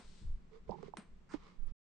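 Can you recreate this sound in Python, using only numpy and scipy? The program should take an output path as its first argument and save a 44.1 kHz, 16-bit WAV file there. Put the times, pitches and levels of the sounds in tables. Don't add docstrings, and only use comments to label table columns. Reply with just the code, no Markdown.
import sys
import numpy as np
from scipy import signal
from scipy.fft import rfft, irfft, next_fast_len
from scipy.io import wavfile
from scipy.ndimage import uniform_filter1d

SR = 44100
rng = np.random.default_rng(int(sys.argv[2]) if len(sys.argv) > 2 else 0)


def to_wav(sig):
    pcm = np.clip(np.atleast_2d(sig), -1, 1) * 32767
    pcm = np.round(pcm).astype(np.int16)
    wavfile.write(sys.argv[1], SR, pcm.T)


N = 85995
T = np.arange(N) / SR


def amp(db):
    return 10 ** (np.asarray(db) / 20)


def unit(x):
    return x / np.sqrt(np.mean(x ** 2) + 1e-20)


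def along(points, hz):
    f, v = np.transpose(points)
    return np.interp(np.log(hz + 1), np.log(f + 1), v)


def filtered(x, response):
    size = next_fast_len(N + 8192)
    return irfft(rfft(x, size) * response(np.fft.rfftfreq(size, 1 / SR)), size)[..., :N]


def noise(colour, alike):
    mid, side = unit(filtered(rng.standard_normal((2, N)), lambda hz: amp(along(colour, hz))))
    turn = np.arccos(np.clip(alike, -1, 1)) / 2
    return np.cos(turn) * mid + np.sin(turn) * np.array([side, -side])


def wobble(speed_hz):
    return unit(filtered(rng.standard_normal(N), lambda hz: np.exp(-(hz / speed_hz) ** 2)))


def left(db):
    return np.array([[amp(db)], [1]])


def fade(s, rise, t60):
    t = np.maximum(T - s, 0)
    shape = (1 - np.exp(-(t / rise) ** 2)) * np.exp(-np.log(1000) * t / t60)
    return shape / shape.max()


def ring(s, hz, rise, t60, sag=0, sag_s=0.0082):
    t = np.maximum(T - s, 0)
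    cycles = hz * (t - sag * (t - sag_s * (1 - np.exp(-t / sag_s))))
    return fade(s, rise, t60) * np.sin(2 * np.pi * cycles)


# (f/Hz, level/dB)
QUIET_COLOUR = [(24, -17), (50, -1.5), (100, -4.5), (195, -7), (280, -13), (390, -7.5), (500, -15),
                (750, -19.5), (1120, -18), (1400, -22), (2200, -24.5), (4500, -32.5), (8000, -37.5),
                (10400, -55.5), (13500, -77)]
# (f/Hz, level/dB)
DRONE_COLOUR = [(60, -33), (125, -13.5), (150, 2), (195, 1.5), (225, -5.5), (300, -19.5), (800, -73)]


def room_tone():
    return amp(-69) * noise(QUIET_COLOUR, alike=0.11) + amp(-68) * noise(DRONE_COLOUR, alike=0.76)


# (t/s, level/dB)
HISS_LEVEL = [(0.0, -71.5), (0.03, -71.5), (0.201, -71.5), (0.338, -85), (0.451, -100)]
# (f/Hz, level/dB)
HISS_COLOUR = [(300, -15), (1000, -7), (2600, -5.5), (4200, -0.5), (6500, -7.5), (8600, -6.5), (10000, -30),
               (12000, -69.5)]


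def hiss():
    level_db = np.interp(T, *np.transpose(HISS_LEVEL), right=-120)
    return amp(level_db) * left(db=4.5) * noise(HISS_COLOUR, alike=0.37)


# (t/s, level/dB)
RUMBLE_LEVEL = [(0, -74), (.08, -53.5), (.205, -59), (.241, -40.5), (.31, -38.5), (.355, -43.5),
                (.395, -58), (.5, -59.5), (.57, -59.5), (.65, -54.5), (.7, -50), (.75, -64.5), (1.01, -70),
                (1.111, -52), (1.28, -68.5), (1.38, -57), (1.52, -73.5), (1.68, -73)]
SWAY_LEVEL = [(1.55, -71), (1.59, -39), (1.68, -33)]
# (f/Hz, level/dB)
RUMBLE_COLOUR = [(5, -14.5), (18, 8), (30, -6), (55, -4), (80, -22.5), (130, -25.5), (250, -53), (600, -80),
                 (2000, -85)]
SWAY_COLOUR = [(5, -2), (15, 3), (35, -13), (55, -21.5), (80, -32.5), (130, -49.5), (300, -78),
               (2000, -130)]


def rumble():
    swells = amp(np.interp(T, *np.transpose(RUMBLE_LEVEL))) * noise(RUMBLE_COLOUR, alike=0.9)
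    sway = amp(np.interp(T, *np.transpose(SWAY_LEVEL))) * noise(SWAY_COLOUR, alike=0.95)
    return swells + left(db=-18.5) * sway


# (t/s, f/Hz, level/dB)
THUMPS = [(0.217, 70.4, -46.5), (0.247, 74.4, -42.5), (.274, 100, -45.5), (.298, 82, -42.5),
          (.328, 83, -46), (0.361, 103, -54)]


def thumps():
    return sum(amp(db) * ring(s, hz, rise=0.004, t60=0.05) for s, hz, db in THUMPS)


def tick():
    return amp(-64) * ring(s=1.67, hz=9500, rise=0.00017, t60=0.006)


# (multiple of the pitch, level/dB)
SQUEAK_TONES = [(1, 4), (2, -26), (5, -30)]


def squeak(pitch_hz=447, wander=0.031):
    hz = pitch_hz * (1 + wander * wobble(speed_hz=70))
    phase = 2 * np.pi * np.cumsum(hz) / SR
    return unit(sum(amp(db) * np.sin(round(k) * phase) for k, db in SQUEAK_TONES))


# (peak t/s, rise/s, fall/s, level/dB, rustle's left minus right/dB,
# squeak/dB and groan/dB relative to the level)
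STROKES = [(0.23, 0.02, 0.014, -80, 0, 3, 20), (.555, 0.038, 0.033, -65.5, -5.5, 11, -25),
           (0.687, .012, 0.0073, -68, -4.5, 11, 7.5), (.717, .006, .028, -63, -3, -20, -10),
           (.785, 0.03, 0.035, -70, -2.5, 11, 18.5), (0.866, 0.052, .032, -62, -2.5, 2, 12),
           (1.339, 0.026, 0.025, -55.5, -2, -28, -8.5), (1.462, 0.097, 0.079, -63, -2.5, -15.5, -6),
           (1.686, .014, .025, -67, -7.5, -9.5, -1)]
# (f/Hz, level/dB)
RUSTLE_COLOUR = [(150, -7), (450, -1), (680, -10.5), (1100, 3.5), (1650, -11), (2150, -5), (2550, -12.5),
                 (3000, -12), (4800, -14.5), (8300, -28.5), (9400, -36.5), (10300, -58), (12000, -72.5)]
GROAN_COLOUR = [(60, -35), (120, -18), (150, 1.5), (195, 0), (240, -15), (330, -13), (900, -77.5)]
SCRAPE_COLOUR = [(1000, -27.5), (3500, -6.5), (5200, 2), (6500, -23), (9000, -31), (11000, -53.5)]


def rubbing():
    grain = amp(1.8 * unit(uniform_filter1d(rng.standard_normal(N), size=130)))
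    rustle = unit(grain * noise(RUSTLE_COLOUR, alike=0.17))
    squeal = squeak()
    groan = noise(GROAN_COLOUR, alike=0.9)
    scrape_shape = np.exp(-((T - 0.711) / 0.0016) ** 2)
    out = amp(-55) * scrape_shape * left(db=-15) * noise(SCRAPE_COLOUR, alike=0.4)
    lopsided = 12
    for s, rise, fall, db, left_db, squeak_db, groan_db in STROKES:
        from_peak = (T - s) / np.where(T < s, rise, fall)
        swell = np.exp(-from_peak ** 2)
        grip = np.exp(-from_peak ** 4)
        voice = amp(squeak_db) * grip * squeal + amp(groan_db) * swell * groan
        out += amp(db) * (left(left_db) * swell * rustle + left(lopsided * left_db) * voice)
    return out


# (f/Hz, level/dB)
RASP_COLOUR = [(300, -44), (650, -18.5), (920, -4), (1400, 0), (1800, -5), (2700, -14.5), (3800, -37),
               (4700, -14), (6000, -19.5), (8800, -23), (10000, -53.5)]


def rasp(start_s=1.2904, end_s=1.34):
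    level_db = np.interp(T, [start_s, end_s], [-65, -51.5], left=-140, right=-140)
    swell = uniform_filter1d(amp(level_db), size=130)
    return swell * left(db=-8.5) * noise(RASP_COLOUR, alike=0.87)


# (t/s, f/Hz, level/dB, rise/s, t60/s, click/dB and thud/dB relative to the level)
KNOCKS = [(.6936, 491, -27, .001, 0.025, -27, -17.5), (0.6926, 872, -36, 0.0013, 0.019, -45, -19),
          (.694, 640, -37.5, .001, 0.044, -40, -19), (0.701, 219, -35, 0.0054, .07, -27, -16.5),
          (.734, 430, -43, .004, .05, -22, -17), (.756, 425, -47, .004, .045, -32.5, -17),
          (.783, 922, -52, 0.0026, 0.039, -15, -3.5), (0.8282, 472.4, -37, 0.0088, 0.03, -21.5, -21),
          (.8277, 1205, -43, .0025, 0.0056, -9.5, -20), (0.8798, 470, -40, 0.0028, 0.054, -18.5, -23),
          (0.9366, 898, -33.5, 0.0023, 0.0098, -58, -16), (1.3393, 343, -26, 0.0034, .052, -19, -21.5),
          (1.3404, 657, -42.5, 0.00075, 0.029, -28.5, -13.5),
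          (1.3395, 904, -49.5, 0.0024, 0.045, -25.5, -16)]
# (f/Hz, level/dB)
THUD_COLOUR = [(60, -1.5), (200, 14.5), (450, 8), (650, 8.5), (1000, 4.5), (1350, -28), (3000, -36.5),
               (9000, -61)]
CLICK_COLOUR = [(200, -12.5), (700, 18), (1150, 6.5), (1800, -4), (5000, -10.5), (8500, -14), (10500, -51)]
# (f/Hz, level/dB relative to the knock, t60/s)
CASING_TONES = [(159, -32.5, .25), (407, -24.5, 0.12)]
KNOCK_LEFT_DB = -27.5


def knocks():
    out = np.zeros((2, N))
    thud_noise, click_noise = noise(THUD_COLOUR, alike=0.58), noise(CLICK_COLOUR, alike=0.44)
    for s, hz, db, rise, t60, click_db, thud_db in KNOCKS:
        tone = ring(s, hz, rise, t60, sag=0.17)
        thud = amp(thud_db) * fade(s, rise=0.0036, t60=0.059) * thud_noise
        casing = sum(amp(level) * ring(s, f, 0.004, decay) for f, level, decay in CASING_TONES)
        click = amp(click_db) * fade(s, rise=0.00046, t60=0.022) * click_noise
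        out += amp(db) * (left(KNOCK_LEFT_DB) * (tone + thud + casing) + left(db=-3.5) * click)
    return out


# (t/s, f/Hz, level/dB)
TAPS = [(.7135, 792, -38), (.7178, 938, -35), (.7275, 878, -38.5), (.7405, 867, -39), (.7515, 870, -42.5)]


def chatter():
    out = np.zeros((2, N))
    thud_noise = noise(THUD_COLOUR, alike=0.75)
    for s, hz, db in TAPS:
        tone = ring(s, hz, rise=0.0021, t60=0.046)
        thud = amp(-11) * fade(s, rise=0.002, t60=0.035) * thud_noise
        out += amp(db) * (tone + thud)
    return left(KNOCK_LEFT_DB) * out


# (f/Hz, t60/s)
ECHO_TIMES = [(150, 0.31), (400, .3), (1000, 0.26), (2800, 0.27), (8000, .19)]


def room_echo(x):
    hz, t, spectrum = signal.stft(rng.standard_normal((2, SR // 2)), SR, nperseg=256)
    decay = np.exp(-np.log(1000) * t / along(ECHO_TIMES, hz)[:, None])
    _, tail = signal.istft(spectrum * decay, SR, nperseg=256)
    tail = tail + tail[::-1] / 3
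    return signal.fftconvolve(x[None], tail / np.linalg.norm(tail[0]), axes=1)[:, :N]


def snap(s, colour, size=2048):
    cepstrum = irfft(np.log(amp(along(colour, np.fft.rfftfreq(size, 1 / SR)))))
    cepstrum[1:size // 2] *= 2
    cepstrum[size // 2:] = 0
    pulse = irfft(np.exp(rfft(cepstrum)))
    return np.pad(pulse / abs(pulse).max(), (round(s * SR), N))[:N]


# (f/Hz, relative level/dB, t60/s)
BRACKET_TONES = [(301.4, -9, .01), (1064, 4.5, 0.015), (1367, 0.5, 0.0074), (1980, -6, 0.025),
                 (3620, -5, .013), (4150, -7, .012), (5380, -13, 0.01)]


def bracket_clack():
    return sum(amp(db) * ring(0.0012, hz, rise=0.00025, t60=t60) for hz, db, t60 in BRACKET_TONES)


# (f/Hz, relative level/dB, t60/s)
STEEL_TONES = [(1027, -20, 0.33), (1340, -14.5, .22), (1564, -16, .15), (8300, -28, 0.31),
               (8670, -15.5, 0.11), (8800, -19, .13)]


def steel_ring(roughness=1.1):
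    out = np.zeros(N)
    for hz, db, t60 in STEEL_TONES:
        flutter = 1 + roughness * wobble(speed_hz=130)
        out += amp(db) * ring(0, hz, rise=0.0005, t60=t60) * flutter
    return out


# (t/s, level/dB)
BANGS = [(-.03, -45), (0.9694, -45)]
# (f/Hz, level/dB)
CRACK_COLOUR = [(100, -22.5), (280, 4), (750, 0), (1100, -1), (1500, -2.5), (2100, -4.5), (3200, -9),
                (4500, -12), (5600, -15.5), (7000, -17.5), (8900, -11), (10000, -22), (12000, -36.5)]


def pipe():
    out = np.zeros((2, N))
    for s, db in BANGS:
        spike = amp(6.5) * snap(0.0016, CRACK_COLOUR)
        crack = spike + amp(-0.5) * fade(0, rise=0.0018, t60=0.0081) * noise(CRACK_COLOUR, alike=0.6)
        buzz = amp(-14) * fade(0, rise=0.003, t60=0.06) * noise(CRACK_COLOUR, alike=0.39)
        boom = amp(1) * ring(s=0.0115, hz=206, rise=0.0077, t60=0.055)
        bang = crack + bracket_clack() + buzz + amp(-2) * steel_ring() + boom + amp(6) * room_echo(spike)
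        since_bang = T - round(s * SR) / SR
        placed = np.array([np.interp(since_bang, T, side, left=0, right=0) for side in bang])
        out += amp(db) * left(db=1) * placed
    return out


def scene():
    events = pipe() + knocks() + chatter() + rubbing() + rasp() + tick()
    return events + hiss() + thumps() + rumble() + room_tone()


def record(dry, end_s=1.722, top_hz=11700):
    gate = np.clip((end_s - T) / 0.003, 0, 1)
    return filtered(dry * gate, lambda hz: 1 / np.sqrt(1 + (hz / top_hz) ** 80))


dry = scene()
out = record(dry)
to_wav(out)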